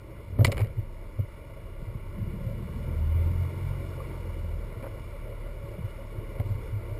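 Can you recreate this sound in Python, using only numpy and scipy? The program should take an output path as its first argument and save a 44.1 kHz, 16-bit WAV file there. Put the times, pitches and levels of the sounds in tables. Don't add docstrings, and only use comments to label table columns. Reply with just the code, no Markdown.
import sys
import numpy as np
from scipy import signal
from scipy.fft import rfft, irfft
from scipy.io import wavfile
from scipy.ndimage import uniform_filter1d

SR = 44100
rng = np.random.default_rng(int(sys.argv[2]) if len(sys.argv) > 2 else 0)


def dump(signal):
    limited = np.clip(np.atleast_2d(signal).T, -1, 1)
    pcm = np.round(limited * 32767).astype(np.int16)
    wavfile.write(sys.argv[1], SR, pcm)


def volts_from_decibels(level):
    exponent = np.asarray(level, float) / 20
    return 10 ** exponent


N = 308259
T = np.arange(N) / SR

# time in seconds, firing rate in Hz, load in dB over idle.
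ENGINE_RUN = [(0, 30, -5.5), (.5, 30, 1.5), (1.4, 31.71, -5.5), (2.0, 32.63, -1), (2.35, 35.04, 1),
              (2.6, 37.6, 5.5), (2.8, 38.85, 7), (3.02, 39.17, 11.5), (3.2, 40.85, 12), (3.42, 44.4, 11.5),
              (3.52, 45.3, 4), (3.65, 45.94, 7), (3.85, 45.55, 2), (4.3, 42.9, 1), (4.52, 39.96, 5),
              (4.8, 36.4, 0), (5.9, 35.87, -3), (7, 35.88, 2.5)]
# multiple of the firing rate, level at idle in dB, share of the load followed.
MAIN_ORDERS = [(1, -39, 0.21), (2, -44, 1.43), (3, -48.5, 0.92)]
# multiple of the firing rate, level in dB relative to their common level.
WEAK_ORDERS = [(.5, -7), (1.5, -3.5), (2.5, -5), (3.5, -14.5), (4, -13), (4.5, -17.5), (5, -16),
               (5.5, -19.5), (6, -23.5)]
# time in seconds, change in dB, width in seconds.
LULLS = [
    (.05, -24, 0.23),
    (1.399, -5.5, 0.29),
    (2.17, -3, .1),
    (2.65, -3, .15),
    (3.5, -25, 0.072),
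    (4.1, -4, .12),
    (4.6, 4, .25),
    (5.75, -5, 0.16),
]
# frequency in Hz, gain in dB.
HULL_PATH = [(30, -3.5), (42, 1), (75, -4), (82, 3.5), (94, -0.5), (108, 3), (122, -8.5), (134, 3.5)]
# frequency in Hz, width in Hz, level in dB.
HULL_MODES = [(30, 30, -2), (97.6, 38.7, 1), (200, 27, -12.5)]
# frequency in Hz, width in Hz, level for water noise in dB, level for a knock in dB.
HOUSING_MODES = [(225, 47, -8, -11.5), (337.4, 69, -2, -4), (445, 83, -4, 1.5), (554, 49, -0.5, 6),
                 (630, 49, -8, -37), (917, 81, 0, -2.5), (1084, 133, -1.5, -5.5), (1395, 127, -4.5, -6.5),
                 (1688, 84, -13.5, -16), (2053, 199, -5.5, -4), (2215, 174, -6.5, 1.5),
                 (2330, 76, -7.5, -32), (2765, 190, -19, -5), (2890, 115, -10, -26), (3450, 294, -19, -15),
                 (3810, 1100, -26.5, -10), (4270, 660, -26, -21.5), (5200, 1300, -41, -82),
                 (5790, 860, -18.5, -7.5)]
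# time in seconds, peak in dB, length in ms.
THUMPS = [(.397, -14, 6.5), (0.4164, -9.5, 18.7), (0.4487, -14.5, 9.3), (0.484, -19.5, 24),
          (0.6277, -16.5, 27), (0.7903, -21.5, 19), (0.829, -32.5, 18), (1.2021, -18.5, 17.5),
          (1.2332, -27, 22), (1.8277, -26.5, 4.3), (1.889, -27.5, 31), (1.9579, -23.5, 6.7),
          (2.226, -28, 39), (2.2767, -29, 19), (2.3053, -30, 7.7), (2.4727, -25, 11), (4.2876, -32, 8.5),
          (4.7787, -28.5, 17), (5.6446, -27, 7.7), (5.814, -26, 6.9), (5.851, -23, 18.6),
          (6.1892, -25.5, 11), (6.361, -32, 15), (6.4044, -18.5, 9.5), (6.415, -27, 6.5),
          (6.4622, -26, 15.7), (6.515, -22, 30), (6.557, -24.5, 14), (6.756, -25.5, 39.5),
          (6.9275, -29.5, 19)]
# time in seconds, peak in dB, frequency in Hz.
MOUNT_RINGS = [(.392, -29, 256), (.411, -36, 243), (0.427, -28.5, 260), (0.481, -27.5, 229),
               (1.199, -36, 235), (1.956, -37.5, 200), (2.771, -34.5, 236), (4.829, -38.5, 238),
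               (5.791, -31.5, 173.3), (6.403, -37, 236), (6.509, -37.5, 200)]
# time in seconds, peak in dB.
ARM_SWAYS = [
    (0.517, -30),
    (0.591, -27),
]
# time in seconds, level in dB.
DULL = (0.5, 4500, -1.5, 15), [(.386, -40), (.406, -36), (.421, -38)]
PADDED = (-5.5, 700, 2.5, 47), [(.387, -25), (.406, -23.5), (.424, -31), (.478, -26), (.493, -29.5),
          (.524, -33), (.558, -42), (.595, -27.5), (.648, -36.5), (1.187, -36), (5.779, -39),
          (6.399, -32.5)]
SHARP = (1.5, 6100, 2.5, 23.8), [(.4445, -13.5), (.456, -32), (.465, -29), (.474, -37), (.516, -28)]
RATTLE = (0.7, 2800, 0.3, 20.5), [(.524, -24.5), (.534, -44), (.544, -37), (.558, -45), (.569, -30.5),
          (.578, -24), (.585, -43), (.591, -31), (.598, -34), (.6046, -27), (.614, -29), (.620, -40),
          (.631, -41), (.644, -36), (.658, -42), (.670, -39.5), (.700, -51)]
SCRAPE = (2.5, 1200, 1.5, 24), [(4.830, -29), (4.837, -27), (4.844, -30), (4.857, -29), (4.863, -29),
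          (4.871, -31)]
TICK = (-1.5, 3200, .5, 12), [(3.636, -44), (4.825, -36), (6.3978, -30)]
# time in seconds, peak in dB, frequency in Hz, t60 in ms.
BUBBLES = [
    (4.002, -30, 1095, 32),
    (3.985, -41, 1140, 15),
]
# time in seconds, level in dB over calm.
CHURN = [(0, -0.5), (.39, 1), (.53, 7), (.65, 1), (.82, 0.5), (1.8, 1.5), (2.63, 4.5), (3.43, 7), (4.13, 7),
         (4.4, 4.5), (5.5, 4), (7, 5)]
# frequency in Hz, threshold in dB relative to the mean treble level.
MASKING = [(3000, -9), (4500, -7), (6000, -12), (7000, -4), (8500, -4), (12000, -7), (13700, -2),
           (14600, -3), (15000, 0)]

CHATTER_S, CHATTER_HOLD_S, EDGE_S = 2.16, 0.47, 0.057
LABOUR_HOLD_S, LABOUR_DB, LABOUR_FROM = 0.78, 12, 3.4
HOLD_HZ, TOP_HZ = 12000, 15050


def in_time(rows):
    s, *columns = np.transpose(rows)
    return [np.interp(T, s, column) for column in columns]


def rms_one(x):
    return x / np.sqrt(np.mean(x ** 2) + 1e-20)


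def drift(rate):
    r = np.exp(-80 * np.pi * rate / SR)
    noise = rng.standard_normal(N // 40 + 2002)
    slow = signal.lfilter([1], [1, -2 * r, r * r], noise)[2000:]
    return np.interp(np.arange(N) / 40, np.arange(len(slow)), rms_one(slow))


def hold(start, length):
    return np.clip(np.minimum(T - start, start + length - T) / EDGE_S + 1, 0, 1)


def resonate(x, hz, width):
    r = np.exp(-np.pi * 1.55 * width / SR)
    b = (1 - r * r) / 2 * np.array([1, 0, -1])
    a = [1, -2 * r * np.cos(2 * np.pi * hz / SR), r * r]
    once = signal.lfilter(b, a, x + 1e-18)
    return signal.lfilter(b, a, once)


def noise_in(modes, flicker_db, shared_db):
    out = 0
    for hz, width, level_db in modes:
        gain = volts_from_decibels(level_db + flicker_db * drift(7.3) + shared_db)
        out = out + gain * resonate(rng.standard_normal(N), hz, width)
    return rms_one(out)


def engine():
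    rate, load_db = in_time(ENGINE_RUN)
    turn = 2 * np.pi * np.cumsum(rate) / SR
    path_hz, path_db = np.transpose(HULL_PATH)
    lull_db = sum(db * np.exp(-((T - s) / width) ** 2) for s, db, width in LULLS)
    labour_db = LABOUR_DB * hold(CHATTER_S, LABOUR_HOLD_S)
    orders = []
    for k, idle_db, share in MAIN_ORDERS:
        level_db = idle_db + share * load_db + np.interp(np.log(k * rate), np.log(path_hz), path_db)
        orders.append((k, level_db + (k == 1) * lull_db))
    for k, relative_db in WEAK_ORDERS:
        level_db = -47.5 + 0.29 * load_db + relative_db
        orders.append((k, level_db + (k > LABOUR_FROM) * labour_db))
    pump_phase = 2 * np.pi * 53.6 * T + 0.4 * drift(1.7)
    out = volts_from_decibels(-59 + 1.1 * drift(3.8)) * np.sin(pump_phase)
    for k, level_db in orders:
        phase = k * turn + k * 0.32 * drift(2.45) + rng.uniform(0, 2 * np.pi)
        out += volts_from_decibels(level_db + 1.95 * drift(3.3)) * np.sin(phase)
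    return np.sqrt(2) * out, turn, load_db


def chatter():
    return volts_from_decibels(-44.5) * hold(CHATTER_S, CHATTER_HOLD_S) * noise_in([(189.8, 27.4, 0)], 0.54, 0)


def thumps():
    pushes = [(s, db, 101.9 + 25 * volts_from_decibels(db), ms) for s, db, ms in THUMPS]
    pushes += [(s, db, hz, 12.4) for s, db, hz in MOUNT_RINGS]
    pushes += [(s, db, 50.7, 17) for s, db in ARM_SWAYS]
    out = np.zeros(N)
    for s, peak_db, hz, ms in pushes:
        near = slice(int((s - .08) * SR), int((s + .08) * SR))
        t = T[near] - s
        swell = np.exp(-(2000 * t / ms) ** 2 / 2)
        out[near] += volts_from_decibels(peak_db) * swell * np.cos(2 * np.pi * hz * t)
    return out


def knocks():
    out, span = np.zeros(N), int(.12 * SR)
    t = T[:span] * 1000
    contacts = [row + kind for kind, rows in (DULL, PADDED, SHARP, RATTLE, SCRAPE, TICK) for row in rows]
    for s, level_db, tilt_db, cut_hz, rise, t60 in contacts:
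        attack = np.minimum(t / max(rise, .1), 1) ** 2
        shape = attack * volts_from_decibels(-60 * np.maximum(t - rise, 0) / t60)
        burst = shape * rng.standard_normal((2, span))
        start = int(s * SR)
        for k, (hz, width, _, knock_db) in enumerate(HOUSING_MODES):
            share = np.sqrt(np.mean(shape ** 2) * width / SR)
            gain = share * volts_from_decibels(level_db + knock_db + tilt_db * np.log2(hz / 1000) + 16)
            gain /= 1 + (hz / cut_hz) ** 4
            out[start:start + span] += gain * rms_one(resonate(burst[k % 2], hz, 1.55 * width))
    return out


def bubbles():
    out = np.zeros(N)
    for s, peak_db, hz, t60 in BUBBLES:
        t = np.maximum(T - s, 0)
        shape = volts_from_decibels(peak_db - 6e4 * t / t60) * (1 - np.exp(-t / .002))
        out += shape * np.sin(2 * np.pi * hz * t * (1 + 4.4 * t))
    return out


def water(turn, load_db):
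    churn_db, = in_time(CHURN)
    shake_db = 12 * np.exp(-((T - 0.51) / 0.21) ** 2)
    hull_db = -45.5 + 0.82 * load_db + shake_db
    surge_db = 0.32 * drift(4.7) + 0.5 * np.sin(turn)
    low = [mode[:3] for mode in HOUSING_MODES if mode[0] < 770]
    high = [mode[:3] for mode in HOUSING_MODES if mode[0] > 770]
    rumble = volts_from_decibels(hull_db) * noise_in(HULL_MODES, 0.9, 0)
    wash = volts_from_decibels(-52 + churn_db) * noise_in(low, 2.8, surge_db)
    hiss = volts_from_decibels(-58 + 0.97 * churn_db) * noise_in(high, 0.93, surge_db)
    return rumble + wash + hiss


def scene():
    hum, turn, load_db = engine()
    return (hum + chatter() + thumps() + knocks() + bubbles() + water(turn, load_db))[None]


def sample_and_hold(x):
    kept = signal.sosfilt(signal.cheby2(8, 32, 6010, fs=SR, output="sos"), x)
    hz = np.fft.rfftfreq(N, 1 / SR)
    droop = np.sinc(hz / HOLD_HZ)
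    kept = irfft(rfft(kept) / np.maximum(droop, .5), N)
    sampled = kept * (1 + 2 * np.cos(2 * np.pi * HOLD_HZ * T))
    return irfft(rfft(sampled) * droop / (1 + (hz / TOP_HZ) ** 300), N)


def thin_out(x):
    hz, _, frames = signal.stft(x, SR, nperseg=1880)
    power = uniform_filter1d(np.abs(frames) ** 2, size=3, axis=1)
    level_db = 10 * np.log10(power + 1e-20)
    peak_db = level_db.max(axis=0)
    loud_db = peak_db - np.median(peak_db)
    treble_db = level_db[(hz > 6500) & (hz < 14500)].mean(axis=0)
    mask_hz, under_db = np.transpose(MASKING)
    for low in range(128, 648, 5):
        band = slice(low, low + 5)
        wander = uniform_filter1d(rng.standard_normal(len(loud_db)), size=4)
        top_heavy = .35 if hz[low] > 14400 else .03
        mask_db = treble_db + np.interp(hz[low], mask_hz, under_db) + top_heavy * loud_db + 2.5 * wander
        frames[band] *= np.where(level_db[band].mean(axis=0) < mask_db, .03, 1)
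    return signal.istft(frames, SR, nperseg=1880)[1][:N]


def top_cut(x):
    return signal.sosfilt(signal.butter(12, 16320, fs=SR, output="sos"), x)


def record(dry):
    held = sample_and_hold(dry[0])
    mix = thin_out(held)[None]
    return top_cut(mix)


dry = scene()
out = record(dry)
dump(out)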